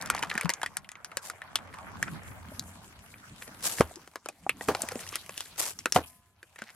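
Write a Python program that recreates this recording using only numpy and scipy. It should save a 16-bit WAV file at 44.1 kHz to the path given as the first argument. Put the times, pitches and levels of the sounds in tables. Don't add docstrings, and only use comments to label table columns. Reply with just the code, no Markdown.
import sys
import numpy as np
from scipy import signal
from scipy.io import wavfile
from scipy.ndimage import map_coordinates

SR = 44100
rng = np.random.default_rng(int(sys.argv[2]) if len(sys.argv) > 2 else 0)


def wrap_up_sound(samples):
    columns = np.atleast_2d(samples).T
    tamed = np.clip(columns, -1, 1)
    steps = np.round(tamed * 32767).astype(np.int16)
    wavfile.write(sys.argv[1], SR, steps)


N = 297675
TIME = np.arange(N) / SR
CUTOFF_HZ = 16000
CARTONS_FROM_S = 2.45


def from_db(db):
    return 10 ** (np.asarray(db) / 20)


def rms_one(x):
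    return x / np.sqrt(np.mean(x ** 2) + 1e-20)


def add(out, x, s):
    at = max(round(s * SR), 0)
    out[..., at:at + x.shape[-1]] += x[..., :N - at]


def at_hz(points, hz):
    f, value = np.transpose(points)
    return np.interp(np.log(hz), np.log(f), value)


def band(x, low_hz, high_hz, order=2):
    edges_hz = [low_hz, min(high_hz, .45 * SR)]
    return signal.sosfilt(signal.butter(order, edges_hz, "band", fs=SR, output="sos"), x)


def resonance(x, hz, width_hz):
    r = np.exp(-np.pi * width_hz / SR)
    feed = np.array([1, 0, -1]) * (1 - r * r) / 2
    return signal.lfilter(feed, [1, -2 * r * np.cos(2 * np.pi * hz / SR), r * r], x)


def drift(rate):
    knots = rng.standard_normal(4096)
    return rms_one(np.interp(TIME * rate, np.arange(len(knots)), knots))


def grains(per_s, spread_db, length_s):
    born = rng.random(N) < per_s / SR
    size = from_db(spread_db * np.minimum(rng.exponential(1, N), 3.5))
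    power = signal.lfilter([1], [1, -np.exp(-2 / (length_s * SR))], born * size ** 2 + 1e-12)
    return rms_one(np.sqrt(power))


def noise(spectrum, likeness, excite=1, patchy_db=0):
    out, edges = 0, np.geomspace(20, 18000, 21)
    white = rng.standard_normal((2, 2, N)) * excite
    for k, (low, high) in enumerate(zip(edges, edges[1:])):
        hz = np.sqrt(low * high)
        if spectrum[0][0] / 2 < hz < spectrum[-1][0] * 2:
            alike = np.clip(at_hz(likeness, hz), -.98, .98)
            gain = from_db(at_hz(spectrum, hz) + patchy_db * drift(25))
            mid_side = np.sqrt([[1 + alike], [1 - alike]])
            out = out + gain * band(white[k % 2], low, high) * mid_side
    mid, side = out
    return rms_one(np.array([mid + side, mid - side]))


def pan(pan_db):
    return rms_one(from_db([[pan_db / 2], [-pan_db / 2]]))


def widen(pair, width):
    mid = pair.mean(axis=0)
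    return mid + width * (pair - mid)


def place(x, lag_s):
    n = np.arange(len(x))
    return np.array([map_coordinates(x, [n + side * lag_s * SR / 2], order=3) for side in (1, -1)])


# [f / main resonance, level/dB]
WALL_OVERTONES = [(1.7, 0.5), (2.9, 8), (4.6, 5.5)]


def wall(x, hz, wall_q=5.5, wall_db=11.0, overtone_q=22, uneven=0.12):
    out = x + from_db(wall_db) * resonance(x, hz, hz / wall_q)
    for multiple, db in WALL_OVERTONES:
        overtone_hz = hz * multiple * np.exp(uneven * rng.standard_normal())
        if overtone_hz < CUTOFF_HZ:
            out = out + from_db(db) * resonance(x, overtone_hz, overtone_hz / overtone_q)
    return out


CUP_THUD_DB, CARD_THUD_DB, THUD_FALL_DB_PER_OCTAVE = -10, -2, 8.5
SLACK_HZ, STIFF_HZ = 826, 2426
BODY_PAN_DB, CRACK_PAN_DB, LAG_S, LAG_SPREAD_S = 0.2, 1.5, .000035, .000015


def snap(s, level_db, wall_hz, crisp_db, tear_s=0.00077, rise_s=0.00055, flip=1.4,
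         tail_db=-19, around_db=-26, tail_t60=0.061, tail_hz=6000):
    t = np.arange(4096) / SR
    tear = rng.standard_normal(len(t)) * np.exp(-t / tear_s) * (1 - np.exp(-t / rise_s))
    tear[SR // 2000] += flip
    ground = round(rng.uniform(.0009, .0017) * SR)
    tear = tear + .45 * np.pad(tear, (ground, 0))[:len(t)]

    scatter = band(rng.standard_normal((3, len(t))), 570, tail_hz, order=1)
    scatter = scatter * from_db(-60 * t / tail_t60)
    lag_s = LAG_S + LAG_SPREAD_S * rng.standard_normal()
    pair = place(tear + from_db(tail_db) * scatter[0], lag_s) + from_db(around_db) * scatter[1:]
    rung = wall(pair, wall_hz)

    crack = rung if wall_hz > 4000 else pair
    body_top_hz = np.clip(1.69 * wall_hz, 2200, 3600)
    thud_db = CUP_THUD_DB if s < CARTONS_FROM_S else CARD_THUD_DB
    thud_db = thud_db - THUD_FALL_DB_PER_OCTAVE * np.log2(min(wall_hz, STIFF_HZ) / SLACK_HZ)
    thud = band(rung, 290, 570)
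    body = pan(BODY_PAN_DB) * band(rung, 863, body_top_hz)
    crack = pan(CRACK_PAN_DB) * band(crack, 4000, 11300, order=3)

    heard = SR // 100
    out = 0
    for db, part in [(thud_db, thud), (0, body), (crisp_db, crack)]:
        out = out + from_db(level_db + db) * part / np.sqrt(np.mean(part[:, :heard] ** 2))
    return out


def cavity(s, level_db, hz, swell_s, t60, rise=0.13, rise_s=0.003):
    out, t = np.zeros((2, N)), np.arange(SR // 5) / SR
    age = t - 2 * swell_s
    swell = np.sin(np.pi / 4 * t / swell_s) ** 2
    envelope = np.where(age < 0, swell, from_db(-60 * np.abs(age) / t60))
    flutter = 1 + .35 * rms_one(band(rng.standard_normal(len(t)), hz / 10, hz / 2))
    phase = 2 * np.pi * np.cumsum(hz * (1 - rise * np.exp(-t / rise_s))) / SR
    apart = np.array([[-1], [1]]) * min(60 / hz, .3)
    add(out, from_db(level_db) * envelope * flutter * np.sin(phase + apart), s - 2 * swell_s)
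    return out


# [t/s, bass level/dB, tread level/dB, wet hiss level/dB]
CUP_PASS, CARTON_PASS = [
    [(0.0, -52.5, -42, -62.5), (0.33, -56, -48, -61), (0.46, -92, -48.5, -66), (0.63, -61.5, -53.5, -65),
     (0.89, -68.5, -63, -77), (1.2, -69, -56, -71), (1.51, -67.5, -54.5, -67.5), (1.62, -64, -49.5, -69.5),
     (2.09, -50.5, -50, -60), (2.45, -66, -53.5, -63.5)],
    [(2.46, -57, -54.5, -61), (3.18, -64, -61, -63.5), (3.75, -57, -53.5, -56), (4.22, -78.5, -70, -70.5),
     (4.51, -58, -64, -66.5), (4.8, -58.5, -46.5, -51.5), (5.37, -69.5, -62.5, -57), (5.89, -62, -64.5, -61),
     (6.33, -78.5, -76, -77.5), (6.75, -76, -62, -63.5)],
]
# [f/Hz, relative level/dB per Hz of bandwidth]
RUMBLE = [(20, -27), (45, -2), (85, -7), (160, 1.5), (260, -4.5), (450, -18), (900, -43.5)]


def wind(wind_db=6.5, gust_db=3.5, gusts_per_s=9):
    s, level_db, *_ = np.transpose(CUP_PASS)
    gusts = rms_one(from_db(gust_db * np.array([drift(gusts_per_s), drift(gusts_per_s)])))
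    level = (TIME < CARTONS_FROM_S) * from_db(wind_db + np.interp(TIME, s, level_db))
    return level * gusts * noise(RUMBLE, [(60, 0.088), (500, .2)], patchy_db=4.0)


# [t/s, level/dB]
ENGINE = [(0.0, -73), (1.05, -70), (2.31, -51.5), (3.82, -70), (4.04, -77), (4.42, -75), (4.7, -60),
          (6.54, -74), (6.75, -79)]


def engine(drone_hz=85, width_hz=38, drone_db=1.0):
    s, level_db = np.transpose(ENGINE)
    drone = resonance(rng.standard_normal((2, N)), drone_hz, width_hz)
    mid, side = rms_one(resonance(drone, drone_hz, width_hz))
    level = from_db(drone_db + np.interp(TIME, s, level_db))
    return level * (mid + .25 * side * np.array([[1], [-1]]))


# [f/Hz, relative level/dB per Hz of bandwidth]
TREAD = [(150, -1.5), (350, -10), (750, 2.5), (1500, 0.5), (2300, -6), (4000, -31), (8000, -50.5)]
# [f/Hz, relative level/dB per Hz of bandwidth]
HISS = [(1500, -10), (3000, 3.5), (6000, -2), (10000, 1), (12500, -6), (16000, -13)]
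# [f/Hz, likeness from -1 to 1]
LIKENESS = [(60, 0.0024), (600, 0.82), (1400, 0.32), (3000, -0.39), (15000, 0.19)]
# [t/s, distance/m]
DISTANCE = [(0, 0.33), (1.3, 0.97), (2.3, 1.15), (3.5, 1.1), (4.2, 0.35), (6.75, 0.68)]
SPREAD_OUT_AT_M = 1.0


def tyre(rumble_db=4.5, tread_db=2.0, hiss_db=5.0, hiss_width=.5):
    s, *levels = np.transpose([*CUP_PASS, *CARTON_PASS])
    rumble, tread, hiss = [from_db(np.interp(TIME, s, level)) for level in levels]
    width = np.interp(TIME, *np.transpose(DISTANCE)) / SPREAD_OUT_AT_M
    bass = noise(RUMBLE, [(40, 1.0), (120, 0.96)], patchy_db=4.5)
    crunch = noise(TREAD, LIKENESS, grains(2500, 4.2, 0.0016), patchy_db=3.2)
    fizz = noise(HISS, LIKENESS, grains(3100, 1.0, 0.0016), patchy_db=4.0)
    return (rumble * (TIME > CARTONS_FROM_S) * from_db(rumble_db) * bass
            + tread * from_db(tread_db) * widen(crunch, width)
            + hiss * from_db(hiss_db) * widen(fizz, width ** hiss_width))


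def grit(per_s=16, over_hiss_db=2.5, size_db=2.0, ring_hz=2600, crisp_db=1.0):
    out = np.zeros((2, N))
    times, *_, hiss_db = np.transpose([*CUP_PASS, *CARTON_PASS])
    for slot in np.arange(0, N / SR - 2 / per_s, 1 / per_s):
        s = slot + rng.random() / per_s
        size, pitch = rng.uniform(-1.2, 1, 2)
        level_db = np.interp(s, times, hiss_db) + over_hiss_db + size_db * size
        add(out, snap(s, level_db, ring_hz * 2 ** pitch, crisp_db), s)
    return out


# [t/s, length/s, crinkle level/dB, centre f/Hz]
CRUNCHES = [(0.035, 0.44, -47, 1330), (1.711, 0.087, -54.5, 1750), (3.409, 0.071, -53.5, 1410),
            (4.717, .125, -50.5, 730), (4.904, 0.055, -47, 790), (4.978, 0.204, -49, 2380),
            (5.295, 0.2, -56.5, 3200), (6.578, 0.13, -53.5, 1890)]


def crinkle(breadth=0.34, spread=0.091, crisp_db=-21, surge_db=6.0):
    out = np.zeros((2, N))
    mid, side = rng.standard_normal((2, N)) * grains(380, 3.5, .0006)
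    creases = np.array([mid + spread * side, mid - spread * side]) * from_db(surge_db * drift(35))
    for s, length_s, db, hz in CRUNCHES:
        start, count = round(s * SR), round(length_s * SR)
        ticks = creases[:, start:start + count]
        rung = resonance(ticks, hz, hz * breadth) + from_db(crisp_db) * ticks
        run = band(rung, hz / 4, 6500)
        fade = signal.windows.tukey(run.shape[1], .15)
        add(out, from_db(db) * rms_one(run * fade), s)
    return out


BUCKLES_PER_S, BUCKLE_DB, BUCKLE_CRISP_DB, BUCKLE_SPREAD_DB, BUCKLE_SPREAD_OCTAVES = 22, 2.5, 1, 2, 0.88


def buckles():
    out = np.zeros((2, N))
    for start, length_s, db, hz in CRUNCHES:
        for slot in np.arange(start, start + length_s, 1 / BUCKLES_PER_S):
            s = slot + rng.random() / BUCKLES_PER_S
            size, pitch = rng.standard_normal(2)
            level_db = db + BUCKLE_DB + BUCKLE_SPREAD_DB * size
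            wall_hz = hz * 2 ** (BUCKLE_SPREAD_OCTAVES * np.clip(pitch, -2, 2))
            sound = snap(s, level_db, wall_hz, BUCKLE_CRISP_DB)
            add(out, sound * (s < start + length_s), s)
    return out


def spell(s, length_s, swell_s=0.0098, swell_share=0.12, fade_s=0.028):
    rise_s = swell_s + swell_share * length_s
    rise = np.clip((TIME - s) / rise_s + .5, 0, 1)
    fall = np.clip((s + length_s - TIME) / (2 * fade_s) + .5, 0, 1)
    return (rise * fall) ** 1.5


# [t/s, length/s, starting level/dB]
JETS = [(1.22, .1, -47), (3.63, .2, -30), (4.616, 0.043, -38), (4.676, 0.021, -32), (4.999, 0.029, -35.5),
        (5.37, 0.137, -44), (5.582, .14, -29), (5.945, 0.023, -27.5)]
# [f/Hz, relative level/dB per Hz of bandwidth]
JET = [(200, -11.5), (600, 1.5), (1300, -1), (3000, -1.5), (5000, 1.5), (7500, 3.5), (10500, 1),
       (13000, 7.5), (16000, -18)]
# [f/Hz, likeness from -1 to 1]
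JET_LIKENESS = [(600, 0.95), (1400, 0.7), (3000, 0.21), (7000, 0.053), (15000, -0.37)]
# [f/Hz, relative level/dB per Hz of bandwidth]
SPLASH = [(100, 1.5), (400, 7), (1100, 4.5), (2000, -9), (4000, -12), (9000, -20), (16000, -20)]
JET_SAG_DB_PER_S, JET_PAN_DB = 68.5, .5


def drink(sputter_db=-0.1, surge_db=4.0, spatter_lag_s=0.002, spatter_t60=.13):
    flow = 0
    for s, length_s, db in JETS:
        flow = flow + spell(s, length_s) * from_db(db - JET_SAG_DB_PER_S * np.abs(TIME - s))
    sizzle = noise(JET, JET_LIKENESS, grains(1800, 3.2, .0006), patchy_db=.6)
    unsteady = from_db(sputter_db * drift(130) + surge_db * drift(30))
    jets = flow * pan(JET_PAN_DB) * unsteady * sizzle

    spatter = 0
    for s, *_, db in BURSTS:
        spatter = spatter + (TIME > s + spatter_lag_s) * from_db(db - 60 * np.abs(TIME - s) / spatter_t60)
    splash_likeness = [(600, 0.99), (2000, 0.76), (8000, 0.13)]
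    return jets + spatter * noise(SPLASH, splash_likeness, grains(1200, 1.8, 0.00053), patchy_db=0.0)


def droplets(fall_s=.1, linger_s=0.043, under_spatter_db=-34):
    shower = 0
    for s, *_, db in BURSTS:
        bump = np.exp(-((TIME - s - fall_s) / linger_s) ** 2 / 2)
        shower = shower + from_db(db + under_spatter_db) * bump
    return shower * noise(JET, LIKENESS, grains(990, 1.6, .0008), patchy_db=7.0)


# [f/Hz, level/dB, time to fall by 60 dB/s]
WHEEL = [(248, -54, .5), (700, -68, 2.2), (1017, -58, 1.2), (1249, -64, .9), (1470, -65, .5),
         (1701, -71, 1.6)]


def wheel():
    age = np.maximum(TIME - BURSTS[-1][0], 0)
    return sum(from_db(db - 60 * age / t60) * np.sin(2 * np.pi * hz * age) for hz, db, t60 in WHEEL)


# [t/s, level/dB, cavity f/Hz, left
# over right/dB]
POPS = [(0.352, -34, 218, 1), (.449, -20.5, 171, 28), (1.171, -33, 553, 0), (2.128, -33.5, 154, 0),
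        (2.519, -37, 625, 3), (3.912, -38, 720, 0), (3.969, -38.5, 350, 6), (4.4661, -20.5, 810, 0),
        (6.622, -42.5, 220, 0)]
POP_SWELL_CYCLES, POP_T60_CYCLES = 0.468, 18.8


def pops():
    out = 0
    for s, db, hz, pan_db in POPS:
        out = out + pan(pan_db) * cavity(s, db, hz, POP_SWELL_CYCLES / hz, POP_T60_CYCLES / hz)
    return out


# [t/s, body level/dB, wall resonance f/Hz, crack over body/dB]
SNAPS = [(0.0128, -48.5, 4380, 10), (0.023, -42.5, 1820, 4), (.059, -47, 1000, 8),
         (0.1005, -22, 1380, -3.5), (.1485, -30, 833, -7.5), (0.178, -35.5, 2230, -27),
         (.192, -38, 960, -2), (0.2269, -28.5, 1060, -6.5), (0.234, -30.5, 894, -8), (0.247, -46, 1720, -7),
         (0.3003, -33, 4320, -5), (0.3136, -29.5, 1880, -26), (.3528, -32.5, 830, -10),
         (0.3775, -25.5, 1770, -8.5), (0.4107, -31, 2220, -2.5), (0.4566, -32, 930, -13),
         (0.493, -26, 916, -1.5), (0.5013, -30, 2050, 2), (.5369, -41, 6300, 10.5), (0.616, -36, 1660, -7),
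         (.6313, -27.5, 1040, -7), (0.661, -30.5, 1900, -8), (0.769, -36.5, 1390, 7),
         (0.845, -50.5, 2830, -10), (0.89, -45, 1880, 1), (.9168, -48, 6840, 4), (0.954, -45.5, 2200, -27),
         (1.0459, -41, 5550, 4.5), (1.1162, -43.5, 1280, -11), (1.1702, -35, 1600, 6.5),
         (1.299, -35.5, 1360, -2), (1.4177, -38, 1860, -13), (1.5561, -23.5, 3450, -0.5),
         (1.5879, -46.5, 760, -9), (2.0273, -24.5, 1870, -6), (2.0797, -37, 1460, -33),
         (2.5944, -44, 4120, 13), (3.1403, -47.5, 2170, -17), (3.4229, -43.5, 1883, -4.5),
         (3.7842, -35, 1970, -23), (3.9574, -55, 5500, 11.5), (4.0752, -51, 800, -2),
         (4.1571, -36, 1080, -7), (4.2588, -38.5, 820, -5), (4.2869, -38.5, 776, 1),
         (4.4935, -21.5, 2520, -7), (4.6095, -35.5, 854, -13), (4.749, -29, 815, -5.5),
         (4.8192, -44, 7700, 16.5), (4.887, -37, 2150, 1.5), (5.0899, -57.5, 2120, 18),
         (5.126, -42, 1160, -6), (5.156, -34.5, 2030, 5.5), (5.293, -39.5, 990, -4),
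         (5.3774, -39, 3230, 3.5), (5.4057, -37, 3270, 3), (5.7889, -48.5, 5460, 12),
         (5.8573, -23, 1420, -7), (5.9224, -31.5, 5630, 10), (6.429, -46, 1574, -9),
         (6.5592, -49, 1813, -6.5), (6.6194, -36, 1545, -9.5)]


def snaps():
    out = np.zeros((2, N))
    for s, *event in SNAPS:
        add(out, snap(s, *event), s)
    return out


# [t/s, level/dB, cavity f/Hz, time to fall by 60 dB/s,
# overtone tilt/dB per octave, air puff level/dB, spatter level/dB]
BURSTS = [(3.8077, -7.5, 542, 0.0089, -19.5, -7, -27), (4.6855, -16.5, 433, .05, -16.5, -31.5, -20.5),
          (5.9608, -8.5, 506, 0.056, 7, -18.5, -19)]
# [f / cavity pitch, level/dB]
CARTON = [(1, 0), (1.459, 3), (2.02, -14)]


def bursts(puff_lead_s=0.002, ring_lag_s=0.0016, tear_db=-11, thump_db=-26, thump_lag_s=.015):
    out = np.zeros((2, N))
    multiples, mode_db = np.transpose(CARTON)
    for s, db, hz, t60, tilt_db, puff_db, _ in BURSTS:
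        out += cavity(s - puff_lead_s, puff_db, hz=171.3, swell_s=0.0025, t60=t60)
        add(out, snap(s, db + tear_db, wall_hz=1090, crisp_db=-10.5), s)
        tilted_db = mode_db + tilt_db * np.log2(multiples)
        for multiple, share_db in zip(multiples, tilted_db - tilted_db.max()):
            out += cavity(s + ring_lag_s, db + share_db, hz * multiple, swell_s=0.001527, t60=t60)
        out += cavity(s + thump_lag_s, db + thump_db, hz=80, swell_s=0.0064, t60=.21)
    return out


def scene():
    background = wind() + engine() + tyre() + grit()
    folding = crinkle() + buckles()
    liquid = drink() + droplets()
    return background + folding + liquid + wheel() + pops() + snaps() + bursts()


def record(dry, hollow_hz=3700, hollow=0.19, low_hz=36, top_hz=13500, ceiling=1.0,
           bright_hz=11500, bright=0.34):
    heard = dry - hollow * resonance(dry, hollow_hz, hollow_hz / 2)
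    heard = heard + bright * resonance(heard, bright_hz, bright_hz / 3) * np.array([[1], [-1]])
    heard = ceiling * np.tanh(band(heard, low_hz, top_hz) / ceiling)
    return signal.sosfilt(signal.ellip(10, .2, 80, CUTOFF_HZ, fs=SR, output="sos"), heard)


dry = scene()
out = record(dry)
wrap_up_sound(out)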